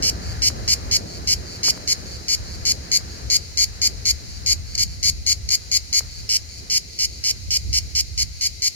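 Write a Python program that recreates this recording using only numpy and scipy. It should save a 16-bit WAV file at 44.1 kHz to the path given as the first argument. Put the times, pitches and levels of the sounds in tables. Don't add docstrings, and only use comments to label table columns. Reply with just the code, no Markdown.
import sys
import numpy as np
from scipy import signal
from scipy.fft import rfft, irfft, next_fast_len
from scipy.io import wavfile
from scipy.ndimage import uniform_filter1d

SR = 44100
rng = np.random.default_rng(int(sys.argv[2]) if len(sys.argv) > 2 else 0)


def makeup_ratio(level_db):
    decades = np.asarray(level_db, float) / 20
    return 10 ** decades


def transcribe(signal):
    frames = np.atleast_2d(signal).T
    limited = np.clip(frames, -1, 1)
    pcm = np.round(limited * 32767).astype(np.int16)
    wavfile.write(sys.argv[1], SR, pcm)


N = 385875

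# [click rate f/Hz, level/dB, 1 = early rib]
RIBS = [(2950, -8, 1), (2860, -3, 1), (2780, -2, 1), (2700, -6, 1), (2370, -7, 0), (2260, -2, 0),
        (2250, 0, 0), (2260, -1, 0), (2300, -5, 0), (2460, -8, 0), (2480, -11, 0)]
FRONT_LAG_S, SIDE_LAG_S = .000083, .00048


def colour(x, hz, db):
    size = next_fast_len(N)
    grid = np.log(np.arange(size // 2 + 1) * SR / size + 1)
    gain = makeup_ratio(np.interp(grid, np.log(hz), db))
    return irfft(rfft(x, size) * gain, size)[..., :N]


def unit(x):
    return x / np.sqrt(np.mean(x ** 2))


def clicks(times, sizes):
    place = np.ravel(times) * SR
    near = np.floor(place)[:, None] + np.arange(-7, 9)
    away = near - place[:, None]
    shape = np.ravel(sizes)[:, None] * np.sinc(away) * np.cos(np.pi * away / 16) ** 2
    index = np.clip(near, 0, N - 1).astype(int)
    return np.bincount(index.ravel(), shape.ravel(), N)


def walk(rate):
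    k = int(SR / rate)
    steps = np.repeat(rng.standard_normal(N // k + 1), k)
    return 1.26 * uniform_filter1d(uniform_filter1d(steps, k), k)[:N]


def scatter(x, t60_s):
    t = np.arange(SR // 2) / SR
    decay = 1000. ** (-t / t60_s) * (t > .001)
    cloud = rng.standard_normal((2, len(t))) * decay
    cloud /= np.sqrt(np.sum(cloud ** 2) / 2)
    return signal.fftconvolve(x, cloud, axes=1)[:, :N]


def chorus():
    # [f/Hz, level/dB per Hz]
    chorus_spectrum = [(1000, -50), (1700, -39), (2010, -4), (2170, -10.5), (2470, -11), (3100, -11.5),
                       (3530, -14.5), (4110, 2.5), (4510, -1.5), (5140, -0.5), (6750, -4.5), (8140, -17.5),
                       (11300, -18.5), (14300, -26.5), (16000, -30)]
    rate_hz = np.transpose(RIBS)[0]
    chance = rng.random((6000, 3))
    times = chance[:, :1] * N / SR + np.cumsum(1 / rate_hz) / (.95 + 0.078 * chance[:, 1:2])
    swell = np.hanning(len(RIBS) + 2)[1:-1]
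    swarm = clicks(times, makeup_ratio(8 * chance[:, 2:]) * swell)
    blur = unit(scatter(swarm[None], t60_s=0.15)) + 1.33 * rng.standard_normal((2, N))
    level_db = -41.0 + 0.69 * walk(2.5) + np.array([[.8], [-.8]])
    return unit(colour(blur, *np.transpose(chorus_spectrum))) * makeup_ratio(level_db)


def traffic():
    # [f/Hz, level/dB per Hz]
    road_spectrum = [(12, -33), (20, -19), (48, -3.5), (70, 2), (95, -4), (151, -15), (318, -22),
                     (390, -21), (790, -27.5), (874, -32), (1740, -32.5), (2130, -37.5), (2500, -40.5),
                     (3250, -36), (5500, -120)]
    # [t/s, level/dB]
    engines = [(0.0, -31), (0.05, -34), (1.05, -35), (1.07, -47), (1.32, -36), (1.66, -43), (2.66, -34.5),
               (3.17, -44), (3.24, -32.5), (3.36, -38.5), (4.9, -33), (5.02, -40), (5.09, -34.5),
               (6.99, -45), (8.07, -33.5), (8.75, -44.5)]
    # [t/s, level/dB]
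    narrowing = [
        (0.9, -0.5),
        (1.3, -3),
        (2.7, -4.5),
        (5.2, -14),
        (7.3, -14),
        (8.6, -18),
    ]
    t = np.arange(N) / SR
    narrow_db = np.interp(t, *np.transpose(narrowing))
    engine_db = np.interp(t, *np.transpose(engines)) + 3
    hz, db = np.transpose(road_spectrum)
    lag = int(1.063 * SIDE_LAG_S * SR)
    out = 0
    for low, high, like, flicker_db, level_db in ((10, 172, 0.27, 2.5, engine_db),
                                                  (145.5, 880, 0.78, 2.1, -36.5 + narrow_db),
                                                  (780, 2770, 0.65, 1.7, -43.5 + 0.96 * narrow_db)):
        shared, own = rng.standard_normal((2, N))
        right = like * np.roll(shared, lag) + np.sqrt(1 - like ** 2) * own
        sos = signal.butter(2, [low, high], "bandpass", fs=SR, output="sos")
        band = unit(signal.sosfilt(sos, colour(np.array([shared, right]), hz, db)))
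        out = out + band * makeup_ratio(level_db + flicker_db * walk(11))
    return out


def cicada(chirps, pitch, pace, lag_s, sharpen_db):
    # [f/Hz, left level/dB, right level/dB]
    sac = [(1600, -37, -39), (2200, -22, -14), (2600, -20, -19), (2950, -10, -11), (3250, -9, -11),
           (3600, -23, -22), (4450, -1, .5), (5000, -2, -3), (5550, 1, 4), (6050, -7, -7), (6750, -1, -7),
           (7500, 0, -5), (8200, -19, -19), (9000, -40, -40)]
    # [f/Hz, left level/dB, right level/dB]
    crack = [(7000, -40, -40), (8000, -22, -19), (8800, -21, -11), (9900, -24, -16), (10600, -19, -11),
             (11800, -18, -14), (12800, -14, -20), (13400, -22, -25), (14000, -21, -18), (15400, -27, -25),
             (15900, -55, -55)]
    first_gaps_s, steady_gap_s = [.0072, .0056], .0049
    tighten = 0.034
    rate_hz, rib_db, early = np.transpose(RIBS)
    ripple = np.cumsum(1 / rate_hz) - .0027
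    rows = []
    for first, last, first_db, last_db, early_db, pan_db in chirps:
        chance = rng.standard_normal((32, 2, len(RIBS) + 1))
        steady = max(round(((last - first) / pace - sum(first_gaps_s)) / steady_gap_s), 0)
        count = steady + 3 if steady else 1
        at = np.cumsum([0] + first_gaps_s + [steady_gap_s] * steady)[:count]
        grown = at / max(at[-1], steady_gap_s)
        turn = (-1) ** np.arange(count)
        jitter_s = .0002 * turn + .0002 * chance[:count, 0, 0]
        start = first + grown * (last - first) + jitter_s * (grown > 0)
        stray = .012 * chance[:count, 1, :1] + .006 * turn[:, None] + .007 * chance[-1, 0, 0]
        tension = pitch * (1 + tighten * (grown[:, None] - .5) + stray)
        times = start[:, None] + ripple / tension + .000008 * chance[:count, 0, 1:]
        swell_db = first_db + grown * (last_db - first_db)
        db = swell_db[:, None] + rib_db + 1.2 * chance[:count, 1, 1:]
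        hard_db = sharpen_db * (grown - 1)[:, None] + 0 * db
        rows.append([np.ravel(v) for v in (times, db, hard_db, 0 * db + early * early_db, 0 * db + pan_db)])
    times, db, hard_db, early_db, pan_db = np.hstack(rows)
    out = np.zeros((2, N))
    for port, (side, shade) in enumerate(((0.96, 2.4), (-1.05, 1.6))):
        size = makeup_ratio(db + shade * early_db + side * pan_db / 2)
        late, sign = rng.random(len(times)), rng.choice((-1, 1), len(times))
        both_times = np.r_[times - side * lag_s / 2, times + .004 * late]
        for table, gain, stray_db in ((sac, 1, -11.5), (crack, makeup_ratio(hard_db - 4.5), -2)):
            hz, *port_db = np.transpose(table)
            sizes = np.r_[size * gain, size * gain * sign * makeup_ratio(stray_db)]
            out[port] += colour(clicks(both_times, sizes), hz * pitch, port_db[port])
    return out


def near_chirps():
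    # [first buckling t/s, length/s, final level/dB]
    singer = [(0.0265, .0717, -6), (0.4226, .0635, -3.5), (0.6803, .0587, -1.5), (0.9149, .0541, -2.5),
              (1.2759, .0618, -3.5), (1.6345, .0717, -2.5), (1.8776, .0528, -3), (2.2846, .0652, -4),
              (2.6541, .0662, -2), (2.9177, .0554, -0.5), (3.3022, .0651, 0), (3.5749, .0667, 0),
              (3.8183, .0566, -1), (4.0558, .0561, -1), (4.4635, .0669, -1), (5.0309, .067, -1),
              (5.2661, .0616, -0.5), (5.7169, .0573, -1), (5.9299, .0623, -1), (6.2944, .0754, -7.5),
              (6.702, .0779, -4), (6.9917, .0635, -6), (7.2419, .0704, -6), (7.5084, .0638, -6),
              (7.7319, .0561, -6), (7.9539, .0558, -5), (8.1794, .0504, -5.5), (8.4127, .0589, -5),
              (8.6225, .0589, -3.5)]
    # [lone t/s, lone level/dB, restart t/s, length/s, final level/dB]
    stumbles = [
        (4.7537, -6.5, 4.7802, .0554, -2.5),
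        (5.4912, -4.5, 5.5064, .0473, -1),
    ]
    # [t/s, how far the left port faces the singer 0-1]
    facing = [(0.0, -.1), (0.45, .1), (0.7, .45), (1.3, .15), (1.9, .55), (2.5, .45), (2.92, 1.0),
              (4.8, .8), (5.3, .95), (5.95, .85), (6.3, -.3), (6.7, .2), (7.75, -.05), (8.2, .35),
              (8.65, .7)]
    restarts = [row[2:] for row in stumbles]
    lone = [(s, 0, db) for s, db, *_ in stumbles]
    start, length, db = np.transpose(singer + restarts + lone)
    aim = np.interp(start, *np.transpose(facing))
    first_db = db - 54 * length
    early_db, pan_db = 1.47 - 6 * aim, 3.5 * aim
    return np.transpose([start, start + length, first_db, db, early_db, pan_db])


def near_tint(song):
    # [f/Hz, level/dB]
    tint = [
        (1900, 5.5),
        (2200, 2),
        (2550, -3),
        (3000, 1),
        (4500, 0.5),
        (6000, 2.5),
        (7100, -2),
        (8800, 1),
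    ]
    return colour(song, *np.transpose(tint))


def far_chirps():
    # [start t/s, final level/dB]
    neighbour = [(.22, -16.5), (1.075, -17.5), (1.46, -16.5), (1.66, -19.5), (2.06, -17.5), (2.45, -18.5),
                 (3.08, -25), (3.36, -24), (4.27, -21), (4.67, -19.5), (4.84, -21), (5.54, -28), (6.1, -19),
                 (6.491, -19.5), (6.89, -21), (7.08, -22), (7.68, -23), (8.34, -22)]
    length_s, swell_db, early_db, pan_db = .108, 3.5, -2.5, .3
    return [(s, s + length_s, db - swell_db, db, early_db, pan_db) for s, db in neighbour]


def trunk_shade(song):
    return colour(song, [4600, 6500, 9000], [0, -5, -3])


def taps():
    # [t/s, peak level/dB, start pitch f/Hz, left minus right level/dB]
    finger_taps = [
        (0.502, -38.5, 2020, 0.0),
        (0.68, -40, 1965, -1.0),
        (1.683, -34, 1970, 16.5),
        (1.776, -42, 1950, 4),
        (3.008, -48, 2070, -7),
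        (4.512, -62, 2020, 0.5),
        (5.935, -52, 1940, 0.5),
        (6.007, -40, 1970, -8),
    ]
    out, t = np.zeros((2, N + 800)), np.arange(800) / SR
    for s, db, hz, pan_db in finger_taps:
        phase = 2 * np.pi * (400 * t + hz * 0.00065 * (1 - np.exp(-t / 0.00059)))
        knock = np.sin(phase) * np.exp(-t / 0.0021)
        port_db = db + 11 + np.array([[pan_db], [-pan_db]]) / 2
        i = int(s * SR)
        out[:, i:i + len(t)] += makeup_ratio(port_db) * knock
    nail = clicks([1.7768], [makeup_ratio(-23)])
    return out[:, :N] + nail


def scene():
    near = cicada(near_chirps(), pitch=.978, pace=.97, lag_s=FRONT_LAG_S, sharpen_db=8.0)
    near = near_tint(makeup_ratio(13.0) * near)
    far = cicada(far_chirps(), pitch=.99, pace=1.18, lag_s=SIDE_LAG_S, sharpen_db=4)
    far = trunk_shade(makeup_ratio(8) * far)
    songs = near + far
    twigs = makeup_ratio(-15) * scatter(songs, t60_s=.02)
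    crown = makeup_ratio(-11.5) * scatter(songs, t60_s=0.097)
    return songs + twigs + crown + chorus() + traffic() + taps()


def top_cut(x):
    return signal.sosfilt(signal.butter(12, 16460, fs=SR, output="sos"), x)


def record(dry):
    low_pass = signal.ellip(8, .2, 60, 15850, fs=SR, output="sos")
    mix = signal.sosfilt(low_pass, np.tanh(dry))
    return top_cut(mix)


dry = scene()
out = record(dry)
transcribe(out)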